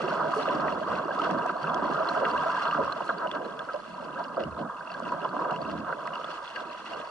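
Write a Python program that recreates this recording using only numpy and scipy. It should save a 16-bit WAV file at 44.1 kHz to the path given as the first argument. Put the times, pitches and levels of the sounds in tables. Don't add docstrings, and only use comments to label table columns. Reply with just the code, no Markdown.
import sys
import numpy as np
from scipy import signal
from scipy.fft import rfft, irfft
from scipy.io import wavfile
from scipy.ndimage import uniform_filter1d, minimum_filter1d

SR = 44100
rng = np.random.default_rng(int(sys.argv[2]) if len(sys.argv) > 2 else 0)


def dump(signal):
    limited = np.clip(np.atleast_2d(signal).T, -1, 1)
    pcm = np.round(limited * 32767).astype(np.int16)
    wavfile.write(sys.argv[1], SR, pcm)


N = 313110
TIME = np.arange(N) / SR

# (t/s, wash of small bubbles level/dB, slosh of larger ones level/dB)
WATER_FLOW = [(0.0, -30, -32), (0.67, -31.5, -34), (0.78, -32.5, -35.5), (1.14, -34, -35.5),
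              (1.25, -29.5, -31), (1.6, -34.5, -38.5), (1.85, -29.5, -32), (2.36, -27, -34),
              (2.52, -29.5, -39.5), (2.77, -27.5, -38), (2.98, -36.5, -40.5), (3.45, -40, -37),
              (3.9, -43, -52.5), (4.02, -39, -42.5), (4.7, -39, -44.5), (4.86, -41.5, -52),
              (5.05, -37, -40), (5.48, -36, -36), (6.0, -40, -43.5), (6.33, -37, -47), (6.51, -41.5, -55),
              (6.6, -39.5, -43), (6.8, -43, -49), (6.97, -37.5, -43), (7.1, -41, -51)]
# (t/s, level/dB)
SPRAY_LEVEL = [(0.0, -44), (0.3, -46.8), (0.65, -47.5), (0.78, -51), (1.12, -51), (1.26, -49),
               (1.53, -52.5), (2.58, -43), (3.1, -55), (3.3, -56), (4.22, -56.5), (4.6, -65), (4.95, -54),
               (5.8, -54.5), (6.55, -51.5), (7.1, -51.5)]
# (middle t/s, half length t/s, churn of air pockets level/dB, boom of the hull level/dB)
BOAT_HEAVES = [(0.564, 0.065, -35, -64), (0.735, 0.085, -43, -59), (0.935, 0.052, -40, -56),
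               (1.35, 0.04, -35, -59), (1.82, 0.13, -39, -63), (2.38, 0.039, -42, -58),
               (2.836, 0.058, -39.5, -57.5), (4.085, 0.21, -47, -74), (4.452, 0.04, -39, -70),
               (4.505, 0.043, -61, -48), (4.634, 0.04, -37.5, -60), (5.09, 0.088, -45.5, -66),
               (5.402, 0.35, -47, -78), (5.725, 0.11, -39, -55), (6.078, 0.069, -49, -72),
               (6.97, 0.027, -47, -72)]
# (t/s, peak level/dB, f/Hz)
BUBBLE_GLUGS = [(.035, -27, 361), (.109, -25, 1410), (.362, -23.5, 421), (.81, -25, 610),
                (1.107, -26.5, 1545), (1.194, -19, 1267), (1.552, -24, 690), (1.624, -37, 156),
                (1.855, -24, 976), (1.945, -19.5, 1214), (2.002, -17, 620), (2.36, -27, 1560),
                (2.667, -21, 1305), (2.724, -23, 1145), (4.175, -32, 1576), (4.944, -31, 1556)]
# (middle t/s, level/dB, f/Hz, half length t/s)
WAVELET_SURGES = [(0.208, -29, 1190, 0.035), (0.663, -27.5, 960, 0.061), (0.921, -26, 866, 0.021),
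                  (0.982, -30, 1230, 0.022), (1.249, -30, 1120, .02), (1.393, -29.5, 1060, 0.014),
                  (1.71, -28, 910, 0.045), (3.228, -29, 1100, 0.035), (3.361, -29, 1180, 0.022),
                  (3.61, -33.5, 1020, 0.017), (4.201, -29, 880, 0.021), (5.453, -26, 854, 0.017),
                  (5.513, -27, 910, 0.028), (5.892, -30.5, 1070, 0.031), (6.155, -38, 1190, 0.022),
                  (6.605, -38, 766, 0.024), (6.933, -39.5, 586, 0.034)]
# (t/s, level/dB, trapped air at first f/Hz, at last f/Hz, length t/s)
WAVELET_SLAPS = [ (0.335, -24, 1107, 990, 0.012), (0.874, -33, 1160, 1080, 0.017),
                 (1.457, -28, 713, 590, 0.014), (1.493, -26, 1433, 1044, 0.014),
                 (1.641, -29.5, 1430, 1254, 0.013), (2.219, -25, 585, 440, 0.036),
                 (2.747, -27, 1550, 1300, 0.01), (3.005, -29, 902, 590, 0.018),
                 (3.091, -24, 1490, 1013, 0.021), (3.246, -28, 1013, 606, 0.025),
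                 (3.688, -33.5, 1384, 1252, 0.032), (3.739, -32, 558, 630, 0.031),
                 (3.979, -37, 930, 1100, 0.012), (4.158, -40, 1180, 1100, .008),
                 (4.369, -27.5, 1210, 950, 0.0074), (4.808, -38, 1520, 1460, 0.011),
                 (5.0, -29.5, 1010, 1170, 0.0051), (5.12, -25, 1070, 920, 0.014),
                 (5.247, -24.5, 950, 810, 0.015), (5.365, -27, 1070, 795, 0.0081),
                 (5.392, -28.5, 955, 1096, 0.011), (5.41, -29, 1150, 990, 0.014),
                 (5.925, -29, 1510, 1375, 0.012), (6.053, -38, 1197, 800, 0.033),
                 (6.243, -34.5, 1495, 1290, 0.0082), (6.559, -36.5, 1680, 1526, 0.029)]
# (t/s, level/dB, length t/s, centre f/Hz)
SPRAY_SPATTERS = [(0.341, -57, 0.1, 8500), (1.236, -39.5, 0.035, 3220), (3.044, -63, 0.056, 11000),
                  (3.35, -43, .013, 3180), (4.186, -48.5, .017, 3200), (4.394, -40, 0.027, 2870),
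                  (4.582, -50.5, 0.035, 3200)]
# (t/s, level/dB, centre f/Hz, length t/s)
WATER_GULPS = [(0.479, -31, 583, 0.056), (2.785, -27, 460, .045), (4.372, -30, 540, 0.068),
               (4.584, -34.5, 646, 0.036)]
# (t/s, peak level/dB)
WATER_SMACKS = [(.486, -23.5), (0.68, -23.5), (1.304, -31), (1.494, -30.5), (1.909, -33), (2.251, -19.5),
                (6.074, -26), (6.561, -28)]
# (t/s, peak level/dB, f/Hz)
DECK_DRIPS = [(1.218, -40.5, 3040), (1.744, -43, 3230), (2.089, -39.5, 4110), (2.711, -40, 2800),
              (2.924, -40.5, 3980), (3.272, -45, 2880), (3.314, -40, 3370), (3.592, -43, 3380),
              (3.734, -47.5, 4770), (4.437, -46, 2810), (4.917, -51, 4470), (4.941, -52, 4300),
              (5.509, -47.5, 2810), (5.561, -46, 2800), (5.697, -49, 2780), (6.156, -46, 2810),
              (6.244, -42, 3400), (6.56, -45, 2820), (6.934, -44, 2770)]
# (t/s, peak level/dB)
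HOUSING_TICKS = [(1.311, -31), (1.463, -34), (1.745, -30), (2.926, -42), (4.997, -37), (5.12, -42),
                 (5.51, -40), (6.073, -35)]
# (f/Hz, level/dB)
WALL_LEVEL = [(30, -17.5), (140, -8), (450, -2.5), (720, -2), (840, -10), (1100, -1), (1400, -3.5),
              (1650, -11.5), (1800, -18), (2400, -25), (3800, -29.5), (5200, -24), (7000, -27),
              (11000, -31)]
# (f/Hz, width f/Hz, lift level/dB)
HOUSING_MODES = [(627, 290, 10), (976, 91, 9.5), (1255, 225, 6), (1592, 136, 11), (1976, 430, 5.5),
                 (2810, 540, 13.5), (3390, 530, 11), (4185, 380, 11.5), (4590, 180, 9.5), (5600, 300, 6.5)]
# (f/Hz, likeness from 0 to 1)
PORT_LIKENESS = [(200, .9), (420, .5), (520, .93), (1000, .92), (1350, .78), (1600, .95), (1850, .55),
                 (4700, .62), (7000, .25)]
# (f/Hz, phase/rad)
PORT_LEAD = [(100, 0), (430, -.25), (760, -1.35), (1100, .6), (1440, -.6), (1750, 1.6), (1980, .1),
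             (2240, 2.8), (2760, .6), (3150, 2.6), (3450, 1.1), (3880, 2.4), (4300, .4)]
# (f/Hz, level/dB)
PORT_LEAN = [(80, -4), (150, -3), (700, -3), (980, -1), (1220, -3), (1600, 0), (9000, -0.5)]

CHURN_DB, BOOM_DB = -9, -34.5
HULL_HZ = 76.6
RISE_S = .0005
GLUG_CYCLES, GLUG_GLIDE = 4.44, 0.07
HISS_DB, LIMIT_DB, EDGE_HZ = -69, -15.7, 11150


def amp(db):
    return 10 ** (np.asarray(db) / 20)


def read(points, hz):
    f, value = np.transpose(points)
    return np.interp(np.log(hz + 1), np.log(f), value)


def level(table, axis):
    rows = np.array(table)
    return amp(np.interp(TIME, rows[:, 0], rows[:, axis]))


def evened(pair):
    return pair / np.sqrt(np.mean(pair.mean(0) ** 2) + 1e-20)


def peaked(pair, db):
    return amp(db) * pair / abs(pair).max()


def add(mix, s, sound):
    part = mix[:, max(0, round(s * SR)):][:, :sound.shape[1]]
    part += sound[:, :part.shape[1]]


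def band(x, low_hz, high_hz, order=2):
    return signal.sosfilt(signal.butter(order, [low_hz, high_hz], "band", fs=SR, output="sos"), x)


def resonate(x, hz, width_hz):
    turn = np.exp(2j * np.pi * np.cumsum(hz) / SR)
    r = np.exp(-np.pi * width_hz / SR)
    return 2 * (turn * signal.lfilter([1 - r], [1, -r], x / turn)).real


def housing(size=2048):
    hz = np.fft.rfftfreq(size, 1 / SR)
    db = read(WALL_LEVEL, hz)
    for f, width, lift in HOUSING_MODES:
        db = db + lift / (1 + (2 * (hz - f) / width) ** 2)
    log_gain = np.log(amp(np.r_[db, db[-2:0:-1]]))
    colour = np.exp(signal.hilbert(log_gain).conj())[:len(hz)]
    likeness = np.clip(read(PORT_LIKENESS, hz), 0, 1)
    shared, apart = np.sqrt(1 + likeness), np.sqrt(1 - likeness)
    left = amp(read(PORT_LEAN, hz) / 2) * np.exp(.5j * read(PORT_LEAD, hz))
    paths = np.array([[left * shared, left * apart], [shared / left, -apart / left]])
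    return np.roll(irfft(colour * paths), size // 32, axis=-1)


def inside(fields, box):
    delay = box.shape[-1] // 32
    return signal.oaconvolve(fields[None], box, axes=2).sum(1)[:, delay:delay + fields.shape[1]]


def bubbles(low_hz, high_hz, cycles, spread_db, glide, count, size):
    clouds, step = [], np.arange(size)
    for when, pitch, chance, bend in rng.random((2, 4, count, 1)):
        hz = low_hz * (high_hz / low_hz) ** pitch
        turns = (hz * step / SR).astype(np.float32)
        age = turns / np.float32(cycles)
        strength = amp(spread_db * np.minimum(-np.log(1 - chance), 4))
        climb = 1 + (glide * bend).astype(np.float32) * np.tanh(age)
        ring = np.exp(-age) * np.sin(2 * np.pi * turns * climb)
        faded = strength * ring * (1 - step / size)
        at = (when * N).astype(int) + step
        clouds.append(np.bincount(at.ravel(), faded.ravel(), N + size)[:N])
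    return np.array(clouds)


def lumps(rate_hz, depth_db):
    hz = np.fft.rfftfreq(N, 1 / SR)
    wander = irfft(rfft(rng.standard_normal(N)) / (1 + (hz / rate_hz) ** 4), N)
    return amp(depth_db * wander / wander.std())


def heaving(rest_db, axis):
    power = (amp(rest_db) * level(WATER_FLOW, axis=2)) ** 2
    for row in BOAT_HEAVES:
        swell = amp(row[axis]) * np.exp(-.5 * ((TIME - row[0]) / row[1]) ** 2)
        power = power + swell ** 2
    return np.sqrt(power)


def bow_wave(box):
    clumps = lumps(rate_hz=16, depth_db=.6)
    wash = bubbles(low_hz=760, high_hz=1680, cycles=6, spread_db=.4, glide=.12, count=3600, size=1024)
    slosh = bubbles(low_hz=272.7, high_hz=769, cycles=12, spread_db=0.4, glide=0.14, count=1500, size=2048)
    churn = bubbles(low_hz=138.1, high_hz=326, cycles=4.5, spread_db=.6, glide=0.12, count=1100, size=3072)
    wash = evened(inside(band(wash, 627, 2830) * clumps, box))
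    slosh = evened(inside(band(slosh, 182, 900) * clumps, box))
    churn = evened(inside(band(churn, 129, 335, order=3), box))
    return (amp(-1.03) * level(WATER_FLOW, axis=1) * wash
            + amp(-2.5) * level(WATER_FLOW, axis=2) * slosh
            + amp(-1.0) * heaving(CHURN_DB, axis=2) * churn)


def plops(box):
    chirps = bubbles(low_hz=480, high_hz=1500, cycles=9, spread_db=.6, glide=.22, count=260, size=2048)
    return amp(-10.5) * level(WATER_FLOW, axis=1) * evened(inside(chirps, box))


def hull(box):
    push = rng.standard_normal((2, N))
    mode = np.eye(2, 1) * np.sin(2 * np.pi * HULL_HZ * TIME)
    boom = mode + amp(-7.5) * evened(band(push, 62, 124, order=3))
    rumble = evened(inside(band(push, 14, 80), box))
    return amp(1.5) * heaving(BOOM_DB, axis=3) * evened(inside(boom, box)) + amp(-71.5) * rumble


def spray(box):
    plinks = bubbles(low_hz=2450, high_hz=5000, cycles=11, spread_db=3.3, glide=.1, count=460, size=512)
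    fizz = bubbles(low_hz=1810, high_hz=11500, cycles=3.2, spread_db=1.25, glide=.05, count=13000, size=128)
    clusters = lumps(rate_hz=17, depth_db=2.5)
    plinks = evened(inside(band(plinks, 1400, 8000) * clusters, box))
    fizz = evened(inside(band(fizz, 1733, 10000, order=3) * clusters, box))
    gain = level(SPRAY_LEVEL, axis=1)
    return amp(-4) * np.sqrt(gain * gain.mean()) * plinks + amp(0.3) * gain * fizz


def glug(db, hz, box, size=8192):
    age = np.arange(size) / SR * hz / GLUG_CYCLES
    turns = np.cumsum(hz * (1 + GLUG_GLIDE * np.tanh(age - 1))) / SR
    note = age * np.exp(-age) * np.sin(2 * np.pi * turns)
    return peaked(inside(np.eye(2, 1) * note, box), db)


def surge(middle, db, hz, half, box):
    t = np.arange(-.1, .1, 1 / SR)
    pitch = hz * (1 - 0.21 * np.tanh(t / half))
    noise = rng.standard_normal((2, len(t)))
    gurgle = resonate(resonate(noise, pitch, hz * 1.13), pitch, hz * 0.85)
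    sound = inside(gurgle * np.exp(-(t / half) ** 2), box)
    return middle + t[0], amp(db) * evened(sound) * np.sqrt(half / np.ptp(t))


def slap(db, first_hz, last_hz, length, box):
    t = np.arange(int((3 * length + .04) * SR)) / SR
    hz = last_hz + (first_hz - last_hz) * np.exp(-(t / length / 0.593) ** 2)
    impact = 1 + .8 * np.exp(-t / .004)
    burst = impact * (1 - np.exp(-t / RISE_S)) * np.exp(-(t / length) ** 2)
    splat = rng.standard_normal((2, len(t)))
    gurgle = evened(resonate(resonate(splat, hz, first_hz * 0.74), hz, first_hz * 0.47))
    pocket = np.sin(2 * np.pi * (np.cumsum(hz) / SR + rng.random())) * np.eye(2, 1)
    splash = evened(band(splat, 150, 1700, order=4))
    sound = inside((gurgle + amp(7) * pocket + amp(-5) * splash) * burst, box)
    return amp(db) * evened(sound) * np.sqrt(length / t[-1])


def spatter(db, length, hz, box, size=8192):
    t = np.arange(size) / SR
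    landed = rng.random(size) < 2000 / SR
    drops = rng.standard_normal((2, size)) * landed * np.exp(-(t / length) ** 2)
    sound = inside(band(drops, hz * 0.56, hz * 1.47), box)
    return amp(db) * evened(sound) * np.sqrt(length / t[-1])


def gulp(db, hz, length, box, size=8192):
    t = np.arange(size) / SR
    turbulence = band(rng.standard_normal((2, size)), hz * 0.48, hz * 1.29, order=3)
    sound = inside(turbulence * (1 - np.exp(-t / RISE_S)) * np.exp(-(t / length) ** 2), box)
    return amp(db) * evened(sound) * np.sqrt(length / t[-1])


def smack(db, box, size=1024):
    t = np.arange(size) / SR
    crack = rng.standard_normal((2, size)) * np.exp(-(t / 0.0061) ** 2)
    return peaked(inside(band(crack, 1730, 2900, order=3), box), db)


def drip(db, hz, box, size=1500):
    t = np.arange(size) / SR
    point = np.eye(2, 1)
    click = 6 * point * (t == 0)
    spray_noise = rng.standard_normal((2, size)) * np.exp(-t / 0.0029)
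    ring = amp(6) * point * np.sin(2 * np.pi * hz * t * (1 + 6 * t)) * np.exp(-t / .0028)
    return peaked(inside(band(click + spray_noise + ring, 1700, 6800), box), db)


def tick(db, box, size=1024):
    click = rng.standard_normal((2, size)) * np.exp(-np.arange(size) / SR / 0.00077)
    return peaked(inside(band(click, 4000, 8000), box), db)


def scene():
    box = housing()
    steady = bow_wave(box) + plops(box) + hull(box) + spray(box)
    glugs, waves, splashes, drips = np.zeros((4, 2, N))
    for s, *row in BUBBLE_GLUGS:
        add(glugs, s, glug(*row, box))
    for row in WAVELET_SURGES:
        add(waves, *surge(*row, box))
    for s, *row in WAVELET_SLAPS:
        add(waves, s, slap(*row, box))
    for s, *row in SPRAY_SPATTERS:
        add(splashes, s, spatter(*row, box))
    for s, *row in WATER_GULPS:
        add(waves, s, gulp(*row, box))
    for s, db in WATER_SMACKS:
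        add(splashes, s, smack(db, box))
    for s, *row in DECK_DRIPS:
        add(drips, s, drip(*row, box))
    for s, db in HOUSING_TICKS:
        add(splashes, s, tick(db, box))
    return steady + glugs + amp(-0.5) * waves + splashes + amp(17.0) * drips


def record(dry):
    peak_db = 20 * np.log10(abs(dry).max(0) + 1e-9)
    over_db = np.maximum(peak_db - LIMIT_DB, 0)
    fall = TIME * 350
    held_db = np.maximum.accumulate(over_db + fall) - fall
    cut_db = uniform_filter1d(-minimum_filter1d(-held_db, size=65), size=65)
    hiss = amp(HISS_DB) * evened(band(rng.standard_normal((2, N)), 2000, 7300, order=1))
    heard = dry * amp(-cut_db) + hiss
    low_pass = signal.firwin(511, EDGE_HZ, window=("kaiser", 9), fs=SR)
    return signal.oaconvolve(heard, low_pass[None], "same")


dry = scene()
out = record(dry)
dump(out)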